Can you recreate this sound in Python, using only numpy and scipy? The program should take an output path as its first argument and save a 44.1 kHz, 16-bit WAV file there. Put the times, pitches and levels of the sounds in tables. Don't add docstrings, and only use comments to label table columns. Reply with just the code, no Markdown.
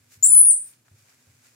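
import sys
import numpy as np
from scipy import signal
from scipy.fft import rfft, irfft
from scipy.io import wavfile
from scipy.ndimage import uniform_filter1d, minimum_filter1d

SR = 44100
rng = np.random.default_rng(int(sys.argv[2]) if len(sys.argv) > 2 else 0)


def to_wav(sig):
    pcm = np.clip(np.atleast_2d(sig), -1, 1) * 32767
    pcm = np.round(pcm).astype(np.int16)
    wavfile.write(sys.argv[1], SR, pcm.T)


N = 68355
TIME = np.arange(N) / SR


def amp(db):
    return 10 ** (np.asarray(db) / 20)


def unit(x):
    return x / np.sqrt(np.mean(x ** 2) + 1e-20)


def read(points, hz):
    f, value = np.transpose(points)
    return np.interp(np.log(hz + 1), np.log(f + 1), value)


def add(mix, s, sound):
    part = mix[:, max(round(s * SR), 0):][:, :sound.shape[-1]]
    part += sound[..., :part.shape[1]]


def drift(rate_hz):
    hz = np.fft.rfftfreq(N, 1 / SR)
    spectrum = rfft(rng.standard_normal(N)) / (1 + (hz / rate_hz) ** 4)
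    return unit(irfft(spectrum, N))


def bell(centre_s, width_s):
    return np.exp(-.5 * ((TIME - centre_s) / width_s) ** 2)


# (frequency [Hz], likeness [0 to 1])
PORT_LIKENESS = [(30, 0.392), (120, .9), (300, .55), (700, .15), (16000, .1)]


def noise(spectrum, tilt_db=0):
    hz = np.fft.rfftfreq(N, 1 / SR)
    a, b = rfft(rng.standard_normal((2, N)))
    same = np.clip(read(PORT_LIKENESS, hz), -1, 1)
    pair = np.array([a, same * a + np.sqrt(1 - same ** 2) * b])
    colour = amp(read(spectrum, hz) + tilt_db * np.log2(hz + 1))
    return unit(irfft(pair * colour, N))


ATTACK_S, RELEASE_S = .0015, .0018
JITTER, JITTER_HZ, SHIMMER_DB = .0035, 120, .5


def whistle(curve):
    s, hz, db = np.transpose(curve)
    glide = uniform_filter1d(np.interp(TIME, s, hz), size=130)
    pitch = glide * (1 + JITTER * drift(JITTER_HZ))
    gate = np.clip((TIME - s[0]) / ATTACK_S, 0, 1) * np.clip((s[-1] - TIME) / RELEASE_S, 0, 1)
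    loudness = amp(np.interp(TIME, s, db) + SHIMMER_DB * drift(JITTER_HZ))
    level = np.sin(gate * np.pi / 2) ** 2 * loudness
    return 2 * np.pi * np.cumsum(pitch) / SR, np.sqrt(2) * level


# (time [s], pitch [Hz], relative level [dB])
PEEP_CURVE = [(.226, 7030, -20.5), (.236, 7190, -12.5), (.246, 7680, -9.5), (.254, 8870, -20),
              (.264, 9480, -15), (.278, 9890, -17.5), (.300, 9860, -19.5), (.328, 9940, -11),
              (.362, 9930, -11.5), (.390, 10070, -10.5), (.430, 9826, -15.5), (.470, 9542, -14.5),
              (.492, 9392, -14.5), (.510, 8883, -10.5), (.514, 8170, -16), (.518, 7060, -30.5)]
# (time [s], relative level [dB])
AIR_PUFFS = [(.246, -53.5), (.516, -43.5)]
# (frequency [Hz], relative density [dB per Hz])
AIR_COLOUR = [(2000, -30), (3800, -15.5), (4900, 0), (9000, 4), (11000, -16), (16000, -25.5)]
TONE_DB, OVERTONE_DB = .5, -18
AIR_DB, PUFF_S = -50.5, .0026


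def peep():
    phase, level = whistle(PEEP_CURVE)
    tone = amp(TONE_DB) * level * (np.sin(phase) + amp(OVERTONE_DB) * np.sin(2 * phase))
    puffs = sum(amp(db) * bell(s, PUFF_S) for s, db in AIR_PUFFS)
    flow = amp(AIR_DB) * level + puffs
    return tone + flow * noise(AIR_COLOUR)[0]


# (time [s], pitch [Hz], relative level [dB])
SQUEAK_CURVES = [
    [(.135, 13300, -65), (.185, 13280, -73), (.225, 13200, -66)],
    [(.45, 14100, -81), (.50, 14200, -70.5), (.56, 14150, -65), (.61, 13500, -65), (.665, 13970, -62),
     (.70, 13500, -67), (.735, 11870, -75)],
]


def squeak():
    return sum(level * np.sin(phase) for phase, level in map(whistle, SQUEAK_CURVES))


LEFT_DB, RIGHT_DB = 2.5, -6.5
PORT_DELAY_MS = .031


def direct(x):
    hz = np.fft.rfftfreq(N, 1 / SR)
    lag = np.exp(-2j * np.pi * hz * PORT_DELAY_MS / 1000)
    late = irfft(rfft(x) * lag, N)
    return np.array([amp(LEFT_DB) * x, amp(RIGHT_DB) * late])


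# (frequency [Hz], 60 dB decay time [s])
ROOM_DECAY = [(100, .4), (1000, .45), (7000, 0.29), (8500, 0.3), (10000, .32), (15000, 0.18)]
ROOM_DB, ROOM_DELAY_S, ROOM_BUILD_S = -1.5, .003, .002
ROOM_LENGTH_S, ROOM_FADE_S = .3, .13


def room(x):
    hz, t, z = signal.stft(rng.standard_normal((2, SR)), SR, nperseg=256)
    decay = amp(-60 * t / read(ROOM_DECAY, hz)[:, None])
    tail = signal.istft(z * decay, SR, nperseg=256)[1][:, :SR]
    age = TIME[:SR]
    build = np.clip((age - ROOM_DELAY_S) / ROOM_BUILD_S, 0, 1)
    fade = np.clip((ROOM_LENGTH_S - age) / ROOM_FADE_S, 0, 1)
    tail = tail * build * fade
    tail /= np.linalg.norm(tail[0])
    return amp(ROOM_DB) * signal.fftconvolve(x[None], tail, axes=1)[:, :N]


# (time [s], relative level [dB], knock against the boom [dB])
COUNTER_THUMPS = [(.001, -56, -23), (0.168, -52.5, -21), (.291, -48.5, -5.5), (.403, -58.5, -34),
                  (.910, -49.5, -16), (1.269, -54, -13.5), (1.315, -60, -24.5)]
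# (frequency [Hz], relative level [dB], 60 dB decay time [s])
COUNTER_MODES = [(94, -0.5, 0.32), (103, -0.5, 0.57), (128, -1, .28), (153, -10.5, 0.32),
                 (232, -19.5, 0.37)]
# (frequency [Hz], relative density [dB per Hz])
KNOCK_COLOUR = [(60, -24.5), (190, -4), (400, 1), (700, -4), (1200, -15), (3000, -35.5), (16000, -59)]
BOOM_RISE_S, KNOCK_RISE_S, KNOCK_T60_S = .0095, .0026, .24


def thumps():
    out = np.zeros((2, N))
    for s, db, knock_db in COUNTER_THUMPS:
        boom = np.zeros(N)
        for hz, mode_db, t60 in COUNTER_MODES:
            phase = 2 * np.pi * hz * TIME + .5 * rng.standard_normal()
            boom += amp(mode_db - 60 * TIME / t60) * np.sin(phase)
        knock = amp(knock_db - 60 * TIME / KNOCK_T60_S) * noise(KNOCK_COLOUR)
        boom = np.minimum(TIME / BOOM_RISE_S, 1) * boom
        knock = np.minimum(TIME / KNOCK_RISE_S, 1) * knock
        add(out, s, amp(db) * (boom + knock))
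    return out


# (time [s], relative level [dB], centre pitch [Hz])
LIGHT_TAPS = [(0.379, -57.5, 2955), (0.734, -60.5, 3430), (0.881, -56, 1250), (1.095, -58.5, 5500)]
TAP_RISE_S, TAP_SKIRT = .002, 2 ** 3.2


def taps():
    out, age = np.zeros((2, N)), TIME / TAP_RISE_S
    for s, db, hz in LIGHT_TAPS:
        burst = noise([(hz / TAP_SKIRT, -35), (hz, 0), (hz * TAP_SKIRT, -35)])
        add(out, s, amp(db) * age * np.exp(1 - age) * burst)
    return out


# (time [s], level [dB])
RUBBING = [(0, -66), (.2, -64.5), (.74, -62), (.78, -68), (.848, -75), (.87, -67.5), (1.2, -63.5),
           (1.38, -63.5), (1.55, -62)]
# (peak time [s], standard deviation [s], peak level [dB], tilt [dB per octave])
CLOTH_BRUSHES = [(0.138, .024, -52.5, 2), (0.395, .022, -63, -1.5), (0.483, 0.029, -56, 2),
                 (0.681, 0.032, -52.5, 8.5), (0.861, .009, -65.5, -3), (1.004, .04, -62, 1),
                 (1.103, 0.037, -60, -1), (1.462, .026, -56.5, 0)]
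# (frequency [Hz], relative density [dB per Hz])
CLOTH_COLOUR = [(200, -22), (450, -7), (850, -7.5), (1200, -6), (1600, -1), (1850, -4.5), (2400, -1.5),
                (3100, -9.5), (4200, -7.5), (5200, -5), (6200, -5.5), (7200, -3), (8500, -7.5),
                (11000, -11.5), (13500, -14.5), (16000, -15.5)]


def rustle():
    out = amp(np.interp(TIME, *np.transpose(RUBBING))) * noise(CLOTH_COLOUR)
    for s, width_s, db, tilt_db in CLOTH_BRUSHES:
        out += amp(db) * bell(s, width_s) * noise(CLOTH_COLOUR, tilt_db)
    grain_db = 1.3 * drift(rate_hz=300)
    return out * amp(grain_db)


# (frequency [Hz], relative density [dB per Hz])
HISS_COLOUR = [(25, -7.5), (100, -1.5), (280, 7), (500, -2.5), (800, -6.5), (1700, -5.5), (3300, -6),
               (5000, -7), (7500, -4.5), (11000, -6.5), (16000, -11)]
# (frequency [Hz], relative density [dB per Hz])
RUMBLE_COLOUR = [(30, -32.5), (70, -12.5), (100, -5), (140, -5), (190, -13.5), (600, -18), (1500, -35),
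                 (16000, -78)]
# (frequency [Hz], level [dB])
HUM_TONES = [(119, -72), (245, -74.5)]
HISS_DB, RUMBLE_DB = -68.5, -71.5
HUM_WAVER, HUM_FLUTTER = .96, .33


def background():
    hum = np.zeros(N)
    for hz, db in HUM_TONES:
        flutter = 1 + HUM_FLUTTER * drift(rate_hz=10)
        phase = 2 * np.pi * hz * TIME + HUM_WAVER * drift(rate_hz=15)
        hum += amp(db) * np.sqrt(2) * flutter * np.sin(phase)
    return amp(HISS_DB) * noise(HISS_COLOUR) + amp(RUMBLE_DB) * noise(RUMBLE_COLOUR) + hum


def scene():
    voice = peep() + squeak()
    return direct(voice) + room(voice) + thumps() + taps() + rustle() + background()


# (frequency [Hz], gain [dB])
MIC_RESPONSE = [(20, -3.5), (15300, 0), (15800, -4.5), (16100, -25), (20000, -47)]
LOW_CUT_HZ, EDGE_HZ = 62, 16800
CEILING, LIMIT_S = .95, .004


def record(dry):
    cut = signal.sosfilt(signal.butter(2, LOW_CUT_HZ, "high", fs=SR, output="sos"), dry)
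    response = amp(read(MIC_RESPONSE, np.fft.rfftfreq(2 * N, 1 / SR)))
    coloured = irfft(rfft(cut, 2 * N) * response)[:, :N]
    span = round(LIMIT_S * SR)
    peak = abs(coloured).max(0)
    gain = minimum_filter1d(CEILING / np.maximum(peak, CEILING), 2 * span)
    limited = coloured * uniform_filter1d(uniform_filter1d(gain, span), span)
    band_limit = signal.firwin(511, EDGE_HZ, window=("kaiser", 9), fs=SR)
    return signal.oaconvolve(limited, band_limit[None], "same")


dry = scene()
out = record(dry)
to_wav(out)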